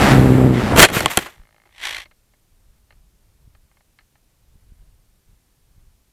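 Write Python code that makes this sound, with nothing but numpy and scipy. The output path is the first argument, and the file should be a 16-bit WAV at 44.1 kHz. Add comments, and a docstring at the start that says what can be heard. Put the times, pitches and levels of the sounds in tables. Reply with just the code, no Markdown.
"""A dry grass field, heard from on board a model glider that dives, propeller windmilling, and crashes.
Blade wakes throb in the rushing air; then the hull ploughs through the stalks, overloading the
microphone, cartwheels and knocks to rest on its side. A loaded servo buzzes, whirrs once and
goes on twitching; a breeze and a faint bush cricket remain."""
import sys
import numpy as np
from scipy import signal
from scipy.fft import rfft, irfft
from scipy.io import wavfile

SR = 44100
rng = np.random.default_rng(int(sys.argv[2]) if len(sys.argv) > 2 else 0)


def generate_wav(signal):
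    """Clip the signal to [-1, 1] and save it as 16-bit WAV at the path in sys.argv[1]."""
    frames = np.transpose(np.atleast_2d(signal))
    scaled = np.clip(frames, -1, 1) * 32767
    pcm = np.round(scaled).astype(np.int16)
    wavfile.write(sys.argv[1], SR, pcm)


N = 269892
TIME = np.arange(N) / SR
# airframe resonances: (frequency [Hz], width [Hz], level [dB])
AIRFRAME = [(340, 70, -5), (600, 130, -2.5), (814, 130, -3), (1087, 79, 0.5), (1436, 180, -1),
            (1800, 140, 0.5), (2015, 160, -1), (2597, 400, -1.5), (3232, 210, -2), (4220, 530, -5.5),
            (5860, 1600, -15.5), (7300, 1200, -5.5), (10000, 900, -7), (12000, 1600, -9)]
# rumble of swirling air and of the hull on soil: (frequency [Hz], level [dB])
RUMBLE = [(20, -9.5), (60, 0.5), (130, 0.5), (250, -2), (500, -3), (1000, -10.5), (2000, -21.5),
          (4000, -39), (12000, -53.5)]


def from_db(db):
    """Decibels to gain."""
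    return 10 ** (np.asarray(db) / 20)


def rms_one(x):
    """Scale to unit power."""
    return x / np.sqrt(np.mean(x ** 2) + 1e-20)


def butter(x, order, hz, kind="low"):
    """Butterworth filter, low-pass by default."""
    return signal.sosfilt(signal.butter(order, hz, kind, fs=SR, output="sos"), x)


def colour(x, spectrum):
    """Shape x with an EQ curve of (frequency [Hz], level [dB]) points; unit power."""
    hz, db = np.transpose(spectrum)
    bins = np.maximum(np.fft.rfftfreq(N, 1 / SR), 1)
    gain = from_db(np.interp(np.log(bins), np.log(hz), db)) * (bins > 10)
    return rms_one(irfft(rfft(x) * gain, N))


def noise(spectrum):
    """Smooth noise with a given spectrum."""
    return colour(rng.standard_normal(N), spectrum)


def drift(rate_hz):
    """Random wander, rolling off above rate_hz; unit power."""
    bins = np.fft.rfftfreq(N, 1 / SR)
    return rms_one(irfft(rfft(rng.standard_normal(N)) * np.exp(-(bins / rate_hz) ** 2), N))


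def grains(per_s, spread_db):
    """Random clicks of very uneven size."""
    sizes = from_db(spread_db * np.minimum(rng.exponential(1, N), 4)) * rng.choice([-1, 1], N)
    return sizes * (rng.random(N) < per_s / SR)


def envelope(from_s, to_s, rise, fall, sag=0):
    """Rise to gain 1 at from_s, sag until to_s, then fall; slopes in dB/s."""
    before, after = np.maximum(from_s - TIME, 0), np.maximum(TIME - to_s, 0)
    held = np.maximum(np.minimum(TIME, to_s) - from_s, 0)
    return from_db(-np.minimum(rise * before + sag * held + fall * after, 200))


def add(track, s, sound):
    """Mix a short sound into the track at time s."""
    start = int(s * SR)
    track[start:start + len(sound)] += sound[:N - start]


def strike(modes, crush_s, bright_hz, click, rise_s=.0001, direct=.088):
    """A clean click plus a short gritty force rings a set of resonances; peak 1."""
    t = TIME[:SR // 10]
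    force = rng.standard_normal(len(t)) * np.exp(-t / crush_s) * (1 - np.exp(-t / rise_s))
    force[int(rise_s * SR)] += click * np.linalg.norm(force)
    force = butter(force, 1, bright_hz)
    out = direct * force
    for k, (hz, width, db) in enumerate(modes):
        r = np.exp(-np.pi * width / SR)
        gain = (-1) ** k * from_db(db) * (1 - r * r) / 2
        out += signal.lfilter([gain, 0, -gain], [1, -2 * r * np.cos(2 * np.pi * hz / SR), r * r], force)
    return out / np.abs(out).max()


def air_rush(turns, chop=.23, fade_db_per_s=27, settle_s=.025):
    """The blades chop an airstream that fades as speed is lost and buffets the nose in spells."""
    # smooth and ragged airflow: (frequency [Hz], level [dB])
    smooth = [(200, -8.5), (1000, -0.5), (2000, 4.5), (3000, -5.5), (4300, -9), (5500, -16.5),
              (6800, -14.5), (7600, -4.5), (8400, -15.5), (9400, -8.5), (10400, -15.5), (11800, -8.5),
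              (13400, -19), (15000, -18.5), (16000, -25.5)]
    ragged = [(15, -44), (25, -12.5), (70, -3.5), (97, -10), (130, 0), (166, -12), (200, 0), (439, -12),
              (734, -9), (1070, -16.5), (1330, -11.5), (11900, -43), (16000, -51)]
    # spells of turbulence: (start [s], end [s], level [dB])
    buffets = [(.015, 0.121, -10.5), (0.597, 0.718, -21.5)]
    rush = from_db(-25.5 - fade_db_per_s * TIME) * noise(smooth)
    spells = [from_db(db) / (1 + np.abs(TIME - np.clip(TIME, start, end)) / settle_s)
              for start, end, db in buffets]
    chopped = 1 + chop * np.cos(4 * np.pi * turns)
    return chopped * (rush + np.max(spells, axis=0) * noise(ragged))


def blade_wakes(turns, flying, touchdown_s, wake_s=.00075, jitter_s=.00046):
    """Two unequal blades sweep their wakes over the microphone, squarely in mid-dive."""
    uneven_db, second_blade_db = 1.9, -5.5
    passes = np.flatnonzero(np.diff(np.floor(2 * turns)) * flying[1:])
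    t = np.arange(-SR // 100, SR // 100) / SR
    wakes = np.zeros(N)
    for k, at in enumerate(passes):
        size, late, wide = rng.standard_normal(3)
        u = (t - jitter_s * late) / (wake_s * np.exp(.13 * wide))
        gain = from_db(uneven_db * size + second_blade_db * (k % 2))
        add(wakes, at / SR, -u * np.exp(-np.abs(u)) * gain)  # a push, then a suction
    pressure_tail = butter(wakes, 1, 170)
    nose_boom = butter(wakes, 1, [200, 450], "band")
    wakes += pressure_tail / 2 + .93 * nose_boom
    wakes /= np.std(wakes[TIME < touchdown_s])
    swirl = from_db(-11) * noise(RUMBLE)
    return from_db(-8.5) * envelope(.155, .47, rise=208, fall=56, sag=5.5) * (wakes + swirl)


def dive(touchdown_s=.76, stopped_s=.8):
    """The windmilling propeller slows as the glider flattens out; touchdown ends wakes and rush."""
    # propeller speed: (time [s], rate [turns/s])
    speed = [(0, 69), (0.12, 65.5), (0.22, 64.5), (0.48, 64), (0.64, 59.5), (0.76, 57)]
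    turns = np.cumsum(np.interp(TIME, *np.transpose(speed))) / SR
    flying = np.interp(TIME, [touchdown_s, stopped_s], [1, 0])
    return flying * (blade_wakes(turns, flying, touchdown_s) + air_rush(turns))


def servo_gears(first_kick_s, kick_hz, surge=.4):
    """Gear teeth whirr: smooth and dull in the pull-up, surging at the kick rate on the ground."""
    # meshing teeth: (frequency [Hz], level [dB])
    whirr = [(200, -29.5), (340, -14), (450, -17.5), (850, -5), (1400, -10), (2000, 4.5), (2650, -5),
             (3350, -1.5), (5100, -15.5), (5800, -11), (6800, -21), (7500, -16.5), (8300, -19), (9300, -20),
             (10700, -22), (11900, -19.5), (15500, -44)]
    # runs on the ground: (start [s], end [s], level [dB], sag [dB/s], release [dB/s])
    runs = [(0.863, 1.095, -35, -14, 400), (1.221, 1.235, -39, 10, 176), (1.748, 1.776, -60.5, 12, 300),
            (1.853, 2.026, -25, 86, 797)]
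    teeth = colour(grains(per_s=4100, spread_db=4.5), whirr)
    pull_up = from_db(-29.5) * envelope(.55, .58, rise=550, fall=550) * butter(teeth, 1, 4500)
    running = sum(from_db(db) * envelope(start, end, rise=349.5, fall=fall, sag=sag)
                  for start, end, db, sag, fall in runs)
    torque = 1 + surge * np.cos(2 * np.pi * kick_hz * (TIME - first_kick_s))
    return pull_up + running * torque * teeth


def whistle(hz=9216, wander_hz=40, at_s=.74, half_length_s=.036):
    """A thin whistle swells and fades just before touchdown."""
    phase = 2 * np.pi * np.cumsum(hz + wander_hz * drift(80)) / SR
    return from_db(-45) * np.exp(-((TIME - at_s) / half_length_s) ** 2) * np.sin(phase)


def stubble():
    """Dry stalks snap in a dense crackle while the hull rumbles over the soil."""
    # snapping straw: (frequency [Hz], level [dB])
    straw = [(200, -5.5), (800, 2.5), (2000, 5), (3300, -1), (5200, -8), (7500, -4.5), (8400, -8),
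             (9500, -6), (10600, -12.5), (12000, -4.5), (14800, -12.5), (16500, -26.5)]
    # stalk brushes and hull drags: (start [s], end [s], level [dB], release [dB/s])
    brushes = [(0.781, 0.835, -9, 950), (0.939, 0.974, -21, 220), (1.108, 1.121, -26, 699.5),
               (1.13, 1.2, -33.5, 169)]
    drags = [(0.721, .77, -14, 200), (0.782, 0.812, -7, 380), (0.9, 1.065, -27.5, 301),
             (1.188, 1.21, -40, 167)]
    crackle = colour(grains(per_s=8200, spread_db=2), straw) * from_db(1.6 * drift(83))
    brushing = [from_db(db) * envelope(start, end, rise=1000, fall=fall)
                for start, end, db, fall in brushes]
    dragging = [from_db(db) * envelope(start, end, rise=700, fall=fall)
                for start, end, db, fall in drags]
    return np.max(brushing, axis=0) * crackle + np.max(dragging, axis=0) * noise(RUMBLE)


def blows(snap_s=.0015, detune=.06):
    """Each blow cracks in the shell and sets the wing and fuselage bending with a thump."""
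    # impacts: (time [s], level [dB], crush time [s], brightness [Hz], thump send [dB])
    impacts = [(.7618, -9.5, 0.0024, 3000, -12), (0.7749, -5.5, 0.0013, 9000, -4),
               (0.7933, 8, 0.003, 7100, -35), (0.8014, 10, 0.0023, 7000, -39),
               (0.8209, 7, 0.008, 9000, -16), (0.8276, 17, 0.003, 6040, -23),
               (.837, 5.5, 0.0085, 3030, -12.5), (.848, 3, 0.0064, 4000, -37),
               (0.886, -13.5, .005, 2460, -23.5), (0.9, -20, .0034, 3980, -22),
               (.9655, -8.5, 0.0071, 1500, 4.5), (1.0052, -6.5, 0.0021, 2750, -17),
               (1.0587, 0.5, 0.0011, 2800, -25), (1.1727, 6.5, 0.0013, 8000, -13),
               (1.1764, -6, 0.0033, 1300, -7), (1.1878, -11.5, 0.0028, 3990, -12.5),
               (1.2218, -25, 0.0068, 2004, -21), (1.2593, -24.5, 0.014, 1190, -29),
               (1.657, -47, .008, 500, -15.5)]
    # bending modes: (frequency [Hz], level [dB], time to fall 60 dB [s])
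    bending = [(108, 0.5, 0.049), (198, 0.5, .04), (304, -6.5, .035), (478.8, -4, .035)]
    out, t = np.zeros(N), TIME[:SR // 5]
    for s, level_db, crush_s, bright_hz, thump_db in impacts:
        thump = np.zeros(len(t))
        for k, (hz, db, t60) in enumerate(bending):
            pitch = hz * (1 + detune * rng.standard_normal())
            thump += (-1) ** k * from_db(db - 60 * t / t60) * np.sin(2 * np.pi * pitch * t)
        click = 1.92 * np.exp(-crush_s / snap_s)  # brief blows snap, long ones crunch
        add(out, s, from_db(level_db) * strike(AIRFRAME, crush_s, bright_hz, click))
        add(out, s, from_db(level_db + thump_db) * thump / 2)
    return out


def servo_motor(first_kick_s, kick_hz, give_up_s=1.69, free_s=1.77, last_kick_s=2.03):
    """Control pulses kick the motor: it buzzes stalled, rattles free, then only twitches."""
    # resonances of the servo on its tray: (frequency [Hz], width [Hz], level [dB])
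    tray = [(334, 70, -12.5), (603, 68, -1.5), (803, 94, -1.5), (1270, 180, -1.5), (1590, 140, -3),
            (1786, 140, 2), (2130, 100, 4.5), (2560, 390, -4), (3090, 290, -7), (4250, 270, -1.5)]
    # teeth catching and snapping past each other: (time [s], level [dB])
    snaps = [(1.780, -32), (1.853, -13), (1.87, -12), (1.966, -14.5), (1.982, -22)]
    # single jerks: (time [s], level [dB], brightness [Hz])
    twitches = [(2.056, -37.5, 4000), (2.111, -45.5, 2400), (2.335, -51, 2000), (2.905, -39.5, 2390),
                (2.923, -46, 2400), (3.549, -48.5, 2400), (3.713, -49, 1500), (3.769, -48.5, 1500),
                (3.806, -50, 1497), (3.987, -39.5, 4500), (4.007, -50, 2400), (4.154, -48.5, 2000)]
    held, moving = np.zeros(N), np.zeros(N)
    effort = envelope(1.86, 1.98, rise=230, fall=150, sag=20)
    for s in np.arange(first_kick_s, last_kick_s, 1 / kick_hz):
        if s < free_s:  # stalled, the kicks are much alike: a soft pitched buzz
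            gain = from_db(-46.5 - 300 * max(s - give_up_s, 0))
            kick = strike(tray, crush_s=.00214, bright_hz=1300, click=1.8, rise_s=.001203)
            add(held, s, gain * kick)
        else:  # turning, the gears clash anew each time and shake the airframe
            gain = effort[int(s * SR)] * from_db(-18 + 2 * rng.standard_normal())
            clash = strike(AIRFRAME, crush_s=.0041, bright_hz=4500, click=.39, rise_s=.00058)
            add(moving, s, gain * clash)
    for s, db in snaps:
        snap = strike(AIRFRAME, crush_s=.0019, bright_hz=5500, click=.3, rise_s=.00077)
        add(moving, s, from_db(db) * snap)
    for s, db, bright_hz in twitches:
        twitch = strike(tray, crush_s=.0058, bright_hz=bright_hz, click=.86, rise_s=.0007)
        add(held, s, from_db(db) * twitch)
    through_mount = butter(held, 3, 5200)
    return through_mount + butter(moving, 1, [1900, 5500], "band")


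def breeze(calm_db=-64, eddy_s=.0017):
    """Gusts swell out of a light breeze: lumpy wind on the microphone port over a steady hiss."""
    # wind rumble and background hiss: (frequency [Hz], level [dB])
    wind_spectrum = [(15, -4), (30, 1.5), (55, -1), (100, -10.5), (150, -16), (250, -29.5), (500, -37.5),
                     (1500, -41), (8000, -55)]
    hiss = [(59, -29.5), (100, -1), (220, -9), (456, -14), (1350, -20.5), (13900, -22.5), (15100, -26.5),
            (16500, -36.5)]
    # gusts: (time [s], level [dB], half length [s])
    gusts = [(1.403, -49, 0.044), (1.954, -53, .12), (2.68, -52.5, .13), (2.969, -54.5, .08),
             (3.463, -53, 0.17), (4.758, -51, 0.22), (5.32, -50, 0.03), (5.8, -53, .13)]
    # eddies bumping the microphone: (time [s], peak [dB])
    eddies = [(1.398, -43), (3.478, -42.5), (4.558, -45), (4.722, -41.5), (5.331, -56), (5.782, -47)]
    gust_power = sum(from_db(db) ** 2 * np.exp(-((TIME - s) / half_s) ** 2) for s, db, half_s in gusts)
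    lumpy = rms_one(noise(wind_spectrum) * from_db(2 * drift(20.6)))
    wind = np.sqrt(from_db(calm_db) ** 2 + gust_power) * lumpy
    for s, peak_db in eddies:  # a push, then a suction
        u = (TIME - s) / eddy_s
        wind -= from_db(peak_db) * u * np.exp(1 - np.minimum(np.abs(u), 50))
    return wind + from_db(-66) * noise(hiss)


def cricket(hz=8890, chirps_per_s=19.6, swell_db=4, swell_at_s=4.8):
    """A far bush cricket ticks away on one high note, louder for a moment."""
    chirps = np.maximum(np.cos(2 * np.pi * chirps_per_s * TIME), 0) ** 2
    db = -76 + 1.5 * drift(2) + swell_db * np.exp(-((TIME - swell_at_s) / .3) ** 2)
    phase = 2 * np.pi * np.cumsum(hz + 40 * drift(150)) / SR
    return from_db(db) * chirps * np.sin(phase)


def scene():
    """Everything reaches the one microphone on the fuselage."""
    first_kick_s, kick_hz = 1.305, 54.55
    crash = dive() + whistle() + stubble() + blows()
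    servo = servo_motor(first_kick_s, kick_hz) + servo_gears(first_kick_s, kick_hz)
    return (crash + servo + cricket() + breeze())[None]


def record(dry):
    """The microphone loses the highest treble, its input overloads hard, and the top is cut."""
    clipped = np.clip(butter(dry, 8, 15400), -1, 1)
    return signal.sosfilt(signal.ellip(10, .1, 80, 16900, fs=SR, output="sos"), clipped)


dry = scene()
out = record(dry)
generate_wav(out)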